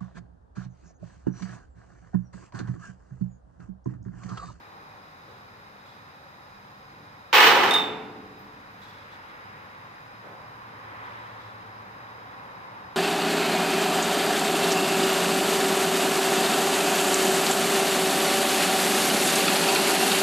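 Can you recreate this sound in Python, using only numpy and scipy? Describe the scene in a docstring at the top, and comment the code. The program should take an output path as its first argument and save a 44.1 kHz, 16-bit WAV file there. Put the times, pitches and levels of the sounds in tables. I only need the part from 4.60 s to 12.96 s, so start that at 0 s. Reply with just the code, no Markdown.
"""An idling engine, distant traffic and a steady hiss, with faint boots and small rattles on a loading dock.
Then a heavy chain is let go and piles up on a wooden platform: links crash onto the planks for a third
of a second, the end piece lands last and rings, and the hollow box trailer alongside booms on.
Slack links shift and ping, a low drone joins the engine, a footfall follows and far vehicles swell past."""
import sys
import numpy as np
from scipy import signal
from scipy.fft import rfft, irfft, next_fast_len
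from scipy.io import wavfile

SR = 44100
rng = np.random.default_rng(int(sys.argv[2]) if len(sys.argv) > 2 else 0)


def master(y):
    """Save y as 16-bit WAV."""
    cut = np.clip(np.atleast_2d(y).T, -1, 1)
    pcm = np.round(cut * 32767)  # scale
    wavfile.write(sys.argv[1], SR, pcm.astype(np.int16))


N = 368676
TIME = np.arange(N) / SR

# hits of the heaviest links: t/s, level/dB
HEAVY_HITS = [(2.728, -9.5), (2.739, -2), (2.752, 7), (2.788, -16), (2.803, 6.5), (2.81, -7), (2.867, 6),
              (2.876, 4), (2.889, 2), (2.951, 3.5), (2.977, -4), (3.034, 7.5), (3.077, 0)]
# tone of a link striking wood: f/Hz, level/dB
IMPACT_EQ = [(80, -34), (200, -31.5), (330, -3.5), (500, 1.5), (630, -8.5), (850, 5), (1300, -2.5),
             (2000, -3), (3200, -6.5), (4600, -14.5), (6000, -19.5), (7500, -28), (11500, -37),
             (15500, -75)]
# body of the platform: f/Hz, width/Hz, level/dB
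PLATFORM_MODES = [(400, 30, -2), (475, 12, 1), (530, 25, -3), (824, 12, 7), (866, 14, 4), (959, 12, 2),
                  (1080, 12, 2), (1126, 12, 3), (1172, 14, 4), (1223, 12, 4), (1296, 14, 2), (1508, 14, 2),
                  (1749, 22, 0), (1982, 12, 0), (2178, 12, 0), (2540, 40, -6), (2914, 20, -1),
                  (2980, 20, 0)]
def falling_chain(landing_s=2.7275, bulk_down_s=2.87, slack_down_s=3.173):
    """Links hit harder as the fall speeds up; the slack then lands more softly on the heap."""
    falling_s = np.clip(TIME, landing_s, bulk_down_s) - landing_s
    slack_s = np.maximum(TIME - bulk_down_s, 0)
    rise_db_per_s, fade_db_per_s = 20, 32
    level_db = -20 + rise_db_per_s * falling_s - fade_db_per_s * slack_s
    attack = np.clip((TIME - landing_s) / .002, 0, 1)
    release = np.exp(-np.clip((TIME - slack_down_s) / .06, 0, 20))
    hits = clicks(HEAVY_HITS)
    heavy = pair(scatter(hits, t60=.15), scatter(hits, t60=.036))
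    clatter = amp(level_db) * attack * release * contacts(per_s=1800, spread_db=2)
    force = clatter + amp(1.5) * heavy
    body = split(resonate(force, PLATFORM_MODES), hz=3650)[0]
    wood = amp(-1.5) * colour(force, IMPACT_EQ) + amp(-6) * body
    planks = split(wood, hz=312)[1]  # too small to radiate deep bass
    thud, clank = split(planks, hz=1380)
    bare_db, heap_db = 6.5, -.5  # bare planks give more treble than the heap
    hardness_db = heap_db + (bare_db - heap_db) * np.exp(-slack_s / .041)
    zing = amp(-38 + 1.4 * hardness_db) * jingle(force)  # only hard contacts wake the steel's ring
    crash = thud + amp(hardness_db) * clank + zing
    return crash, trailer(force) + dock_rumble(force)


# steel sparkle: f/Hz, width/Hz, level/dB
LINK_MODES = [(13850, 220, 0), (14110, 160, 0), (14760, 200, 1), (14950, 200, -2)]
def jingle(force):
    """The small steel links ring in a few narrow bands high in the treble."""
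    return resonate(resonate(force, LINK_MODES), LINK_MODES)


# landing and bounces of the end piece: t/s, level/dB
END_HITS = [(3.109, -21), (3.1375, -16.5), (3.149, -21)]
# its bright ring: f/Hz, level/dB, t60/s
END_MODES = [(3036, -20, .36), (3548, -11, .6), (3601, -1, .42), (3695, 0, .32), (3731, -17, .65),
             (3806, -16, .35), (7397, -32, .45), (7784, -36, .35), (8936, -28, .26), (13830, -26, .3),
             (14910, -29, .28)]
def end_piece():
    """The last piece strikes and bounces: a sharp crack, then a ring whose close modes beat."""
    touches = clicks([(s, 0) for s, _ in END_HITS[:2]])
    smeared = pair(scatter(touches, t60=.05), scatter(touches, t60=.05))
    crack = colour(smeared, [(500, -14), (3700, 0), (6000, -7), (11000, -12), (15000, -20)])
    return amp(-4.5) * crack, amp(-1.5) * ring(clicks(END_HITS), END_MODES)


# hollow boom of the trailer: f/Hz, level/dB, t60/s
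TRAILER_MODES = [(200, -12, 2.2), (248, -10, 1.5), (291, -8, 2.4), (358, -7, 1.4), (420, -5, 1.4),
                 (436, 1, 1.7), (544, -9, 1.0), (722, -6, 1.3), (775, -2.5, 1.5), (880, -2, 1.1),
                 (964, -3, 1.0)]
def trailer(force):
    """The hollow box hums on after the blows."""
    return amp(-51) * ring(force, TRAILER_MODES)


# low-end weight of the dock: f/Hz, level/dB
RUMBLE_EQ = [(30, -32), (70, -17), (115, 1.5), (170, 2.5), (250, 2), (400, -4.5), (1000, -60)]
def dock_rumble(force, build_s=.096, fade_s=.19):
    """The shaking spreads slowly through dock and trailer, so the bass comes late."""
    energy = np.mean(force ** 2, axis=0) + 1e-18
    for seconds in (build_s, fade_s):
        keep = np.exp(-1 / (seconds * SR))
        energy = signal.lfilter([1 - keep], [1, -keep], energy)
    return amp(-23) * np.sqrt(energy) * colour(rng.standard_normal(N), RUMBLE_EQ)


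# short rattles and scrapes; the long swell at 6.4 s is the bright hiss of a passing vehicle:
# t/s, level/dB, length/s
BRIGHT_BURSTS = [(.68, -57, .073), (1.25, -54, 0.09), (4.21, -46.5, 0.051), (4.27, -54.5, 0.19),
                 (4.51, -51, 0.029), (4.68, -56, 0.027), (6.42, -56.5, 0.34), (6.79, -58, 0.088)]
# thin pings of single links: t/s, level/dB, length/s
PINGS = [(3.77, -65, .06), (4.09, -71, 0.046), (4.18, -67, .05), (4.29, -70, .057)]
def rattles_and_pass_hiss():
    """Dense clicks make short rattles, scrapes and pings; one long swell is a passing vehicle's hiss."""
    grains = contacts(per_s=2000, spread_db=2)
    swells = grains * bursts(BRIGHT_BURSTS, rise_s=.0083)
    rasp = colour(swells, [(1000, 4), (2500, 0), (4200, -4), (5500, -14), (9000, -25), (15000, -18)])
    sheen = resonate(swells, [(3400, 33, 0), (3620, 30, -2), (3860, 27, -2)])
    pings = jingle(grains * bursts(PINGS, rise_s=.015))
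    return amp(-6.5) * rasp + amp(-8) * sheen + amp(-17) * pings


# footfalls: t/s, level/dB, length/s
STEPS = [(.14, -58, 0.041), (.67, -49.5, 0.044), (5.635, -46, 0.1), (5.775, -55, 0.057)]
# dull knock of a boot: f/Hz, level/dB
STEP_EQ = [(90, -34), (170, -2.5), (280, -13), (470, -0.5), (680, -5.5), (950, -6), (1400, -9), (2500, -30),
           (7000, -45)]
def boots():
    """Boots tread on the dock, each a short, dull burst of noise."""
    return colour(noise() * bursts(STEPS, rise_s=.01), STEP_EQ)


# idle rumble: f/Hz, level/dB
ENGINE_EQ = [(20, -39), (35, -28), (48, -17), (70, 9), (90, 15), (115, -5), (140, 12.5), (220, 6.5),
             (350, -23.5)]
# hum within the idle: f/Hz, width/Hz, level/dB
ENGINE_TONES = [(49, 1.5, -9), (104.5, 2, 0), (121.5, 2, -3), (146, 2, -7), (195, 2, -5)]
def engine(drone_on_s=5.38, drone_hz=113, throb_hz=14.3, rise_db_per_s=.2):
    """A throbbing idle with a few low tones slowly grows; a wavering drone joins in."""
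    rumble = amp(-2) * colour(noise(), ENGINE_EQ) + resonate(noise(), ENGINE_TONES)
    idle = amp(-60.5 + rise_db_per_s * TIME) * rumble
    fade_in = np.clip((TIME - drone_on_s) / .09, 0, 1)
    waver = 1 + .33 * drift(per_s=3.6)
    drone = amp(-58.5) * fade_in * waver * np.sqrt(2) * np.sin(2 * np.pi * drone_hz * TIME)
    throb = 1 + .2 * np.sin(2 * np.pi * throb_hz * TIME)
    return (idle + drone) * throb


# far pass-bys: nearest t/s, roar level/dB, time to half power/s, hiss re roar/dB, whine re roar/dB
PASS_BYS = [(0.202, -53, .1, -26, -5), (4.8, -52.5, 0.46, 3.5, -4.5), (6.47, -47.5, 0.21, 2, 2),
            (8.0, -47.5, 1, -3, 0)]
# wash of tyres on the road: f/Hz, level/dB
TYRE_EQ = [(40, -49), (100, -11.5), (200, -4), (300, -5), (380, -6.5), (480, -2.5), (600, -1.5), (660, -7),
           (760, 1.5), (1050, -0.5), (1350, -1.5), (1900, -6), (2500, -14.5), (3300, -21.5), (5000, -47.5)]
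def traffic(steady_db=(-51, -54.5, -61.5)):
    """Distant tyres roar, hiss and whine; each vehicle's power follows the inverse square of distance."""
    power = amp(steady_db)[:, None] ** 2  # rows: roar, hiss, whine
    for nearest_s, db, half_s, hiss_db, whine_db in PASS_BYS:
        peak_power = amp([[db], [db + hiss_db], [db + whine_db]]) ** 2
        power = power + peak_power / (1 + ((TIME - nearest_s) / half_s) ** 2)
    roar, tyre_hiss = split(colour(noise(), TYRE_EQ), hz=1487)
    tread = [(1017, 305, 0)]
    whine = resonate(resonate(noise(), tread), tread)
    return sum(gain * rms_one(layer) for gain, layer in zip(np.sqrt(power), (roar, tyre_hiss, whine)))


# hollow peaks of the hiss: f/Hz, width/Hz, level/dB
HISS_PEAKS = [(2463, 99, 1.5), (3480, 28, -7), (3823, 180, 0), (4980, 190, -1.5), (6140, 380, -13.5)]
# faint airy bed: f/Hz, level/dB
AIR_EQ = [(2000, -11), (4500, 20.5), (7000, -56), (8500, -4), (11000, 6.5), (16000, 4)]
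def hiss():
    """A steady hiss with a few hollow resonances, a little louder on the right, over a faint bed."""
    bright = split(resonate(noise(), HISS_PEAKS), hz=2010)[1]
    hollow = split(bright, hz=6080)[0]
    return amp(-60) * hollow * amp([[-1.2], [1.2]]) + amp(-68) * colour(noise(), AIR_EQ)


# soft swell before the drop: t/s, level/dB, length/s
LOW_SWELL = [(2.3, -56, 0.2)]
def low_swell():
    """A brief, soft rise of low rumble."""
    return colour(rng.standard_normal(N) * bursts(LOW_SWELL, rise_s=.062), RUMBLE_EQ)


# reverb decay of the yard: f/Hz, t60/s
YARD_T60 = [(100, 2.8), (300, 1.75), (600, 1.28), (1200, 0.93), (2500, 0.93), (5000, 0.23), (14000, 0.079)]
def yard(x):
    """Walls and trailer store the energy of each half octave and return it as a diffuse tail."""
    tail, white = 0, (noise(), noise())
    edges_hz = np.geomspace(125, 16000, 15)
    for k, (low, high) in enumerate(zip(edges_hz, edges_hz[1:])):
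        band = signal.butter(2, [low, high], "band", fs=SR, output="sos")
        t60 = at_hz(YARD_T60, np.sqrt(low * high))
        keep = np.exp(-2 * np.log(1000) / (t60 * SR))
        stored = signal.lfilter([1 - keep], [1, -keep], signal.sosfilt(band, x[0] + 1e-12) ** 2)
        tail = tail + np.sqrt(stored) * rms_one(signal.sosfilt(band, white[k % 2]))
    return tail


# stereo likeness of diffuse sound: f/Hz, correlation
CORRELATION = [(60, .99), (125, .9), (250, .8), (500, .7), (1000, .52), (2000, .5), (4000, .3), (8000, .05),
               (16000, .1)]
def pair(mid, side):
    """Two microphones in a diffuse field: alike in the bass, unrelated in the treble."""
    size = next_fast_len(N)
    alike = np.clip(at_hz(CORRELATION, np.fft.rfftfreq(size, 1 / SR)), -.99, .99)
    common = rfft(mid, size) * np.sqrt((1 + alike) / 2)
    apart = rfft(side, size) * np.sqrt((1 - alike) / 2)
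    return irfft(np.array([common + apart, common - apart]), size)[:, :N]


# panning of the chain: f/Hz, left minus right level/dB
CHAIN_PAN = [(60, 4), (200, -5.5), (380, 4.5), (700, -1), (1290, -1.2), (2380, -2.5), (4400, -3),
             (8120, -5.5), (15000, -2.5)]
def off_to_one_side(x):
    """The chain lies off centre, so its treble favours the right microphone."""
    size = next_fast_len(N)
    lean_db = at_hz(CHAIN_PAN, np.fft.rfftfreq(size, 1 / SR))
    return irfft(rfft(x, size) * amp([lean_db / 2, -lean_db / 2]), size)[:, :N]


def from_left(x, lag_s=.00033):
    """Sound from the open side reaches the right microphone a little later."""
    return np.array([x[0], np.roll(x[1], int(lag_s * SR))])


def contacts(per_s, spread_db):
    """Random clicks of uneven strength, in stereo; unit power."""
    sizes = amp(spread_db * np.clip(rng.standard_normal((2, N)), -2, 2))
    signs = rng.choice([-1, 1], (2, N))
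    struck = rng.random((2, N)) < per_s / SR
    return rms_one(pair(*(sizes * signs * struck)))


def scatter(x, t60):
    """Close surfaces smear every contact into a short burst."""
    t = TIME[:SR // 10]
    kernel = rng.standard_normal(len(t)) * np.exp(-np.log(1000) * t / t60)
    return signal.oaconvolve(x, kernel / np.linalg.norm(kernel))[:N]


def ring(force, modes):
    """Each mode (f/Hz, level/dB, t60/s) stores the blows' energy and gives it back as a dying tone."""
    power = np.mean(np.atleast_2d(force) ** 2, axis=0) + 1e-18
    out = 0
    for hz, db, t60 in modes:
        keep = np.exp(-2 * np.log(1000) / (t60 * SR))
        stored = signal.lfilter([1], [1, -keep], power)
        # high modes reach the two microphones out of step
        phase = rng.random() + (1 - at_hz(CORRELATION, hz)) * rng.random((2, 1)) / 2
        out = out + amp(db) * np.sqrt(stored) * np.sin(2 * np.pi * (hz * TIME + phase))
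    return out


def resonate(x, peaks):
    """Parallel resonances (f/Hz, width/Hz, level/dB); white noise keeps its power."""
    out, power = 0, 0
    for hz, width, db in peaks:
        r = np.exp(-np.pi * width / SR)
        poles = [1, -2 * r * np.cos(2 * np.pi * hz / SR), r * r]
        scale = (1 - r * r) / 2
        out = out + amp(db) * scale * signal.lfilter([1, 0, -1], poles, x + 1e-18)
        power += amp(db) ** 2 * scale
    return out / np.sqrt(power)


def colour(x, spectrum):
    """Minimum-phase EQ (f/Hz, level/dB); white noise keeps its power."""
    hz = np.fft.rfftfreq(8192, 1 / SR)
    cepstrum = irfft(np.log(amp(at_hz(spectrum, hz))))
    cepstrum[1:len(hz) - 1] *= 2
    cepstrum[len(hz):] = 0
    kernel = irfft(np.exp(rfft(cepstrum)))
    return signal.oaconvolve(np.atleast_2d(x), [kernel / np.linalg.norm(kernel)], axes=1)[:, :N]


def split(x, hz):
    """Crossover: the parts below and above a frequency."""
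    return [signal.sosfilt(signal.butter(3, hz, kind, fs=SR, output="sos"), x)
            for kind in ("low", "high")]


def clicks(rows):
    """One impulse for each (t/s, level/dB)."""
    out = np.zeros(N)
    for s, db in rows:
        out[int(s * SR)] += amp(db)
    return out


def bursts(rows, rise_s):
    """Envelope of brief swells (t/s, level/dB, length/s) that rise fast and die away."""
    envelope = 0
    for s, db, length in rows:
        attack = np.clip((TIME - s) / rise_s, 0, 1)
        decay = np.exp(-np.clip((TIME - s) / length, 0, 20) ** 2 / 2)
        envelope = envelope + amp(db) * attack * decay
    return envelope


def noise():
    """Stereo white noise of a diffuse field."""
    return pair(*rng.standard_normal((2, N)))


def drift(per_s):
    """Slow random wander with a spread of about 1."""
    return np.interp(TIME * per_s, np.arange(200), rng.standard_normal(200))


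def at_hz(points, hz):
    """Read a table on a log-frequency axis."""
    f, value = np.transpose(points)
    return np.interp(np.log(np.maximum(hz, 1)), np.log(f), value)


def amp(db):
    """Decibels to gain."""
    return 10 ** (np.asarray(db) / 20)


def rms_one(x):
    """Scale to unit power."""
    return x / np.sqrt(np.mean(x ** 2) + 1e-20)


def scene():
    """Chain and boots in the yard's reverb, over a bed of engine, traffic and hiss."""
    crash, boom = falling_chain()
    crack, end_ring = end_piece()
    direct = crash + crack + rattles_and_pass_hiss() + boots()
    foreground = off_to_one_side(direct + amp(-5.5) * yard(direct) + boom + end_ring)
    return foreground + low_swell() + engine() + from_left(traffic() + hiss())


def record(dry):
    """Soft clipping rounds the peaks; a steep low-pass cuts the top."""
    ceiling, cutoff_hz = 1.3, 15500
    rounded = ceiling * np.tanh(dry / ceiling)
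    return signal.sosfilt(signal.ellip(10, .1, 90, cutoff_hz, fs=SR, output="sos"), rounded)


dry = scene()
out = record(dry)
master(out)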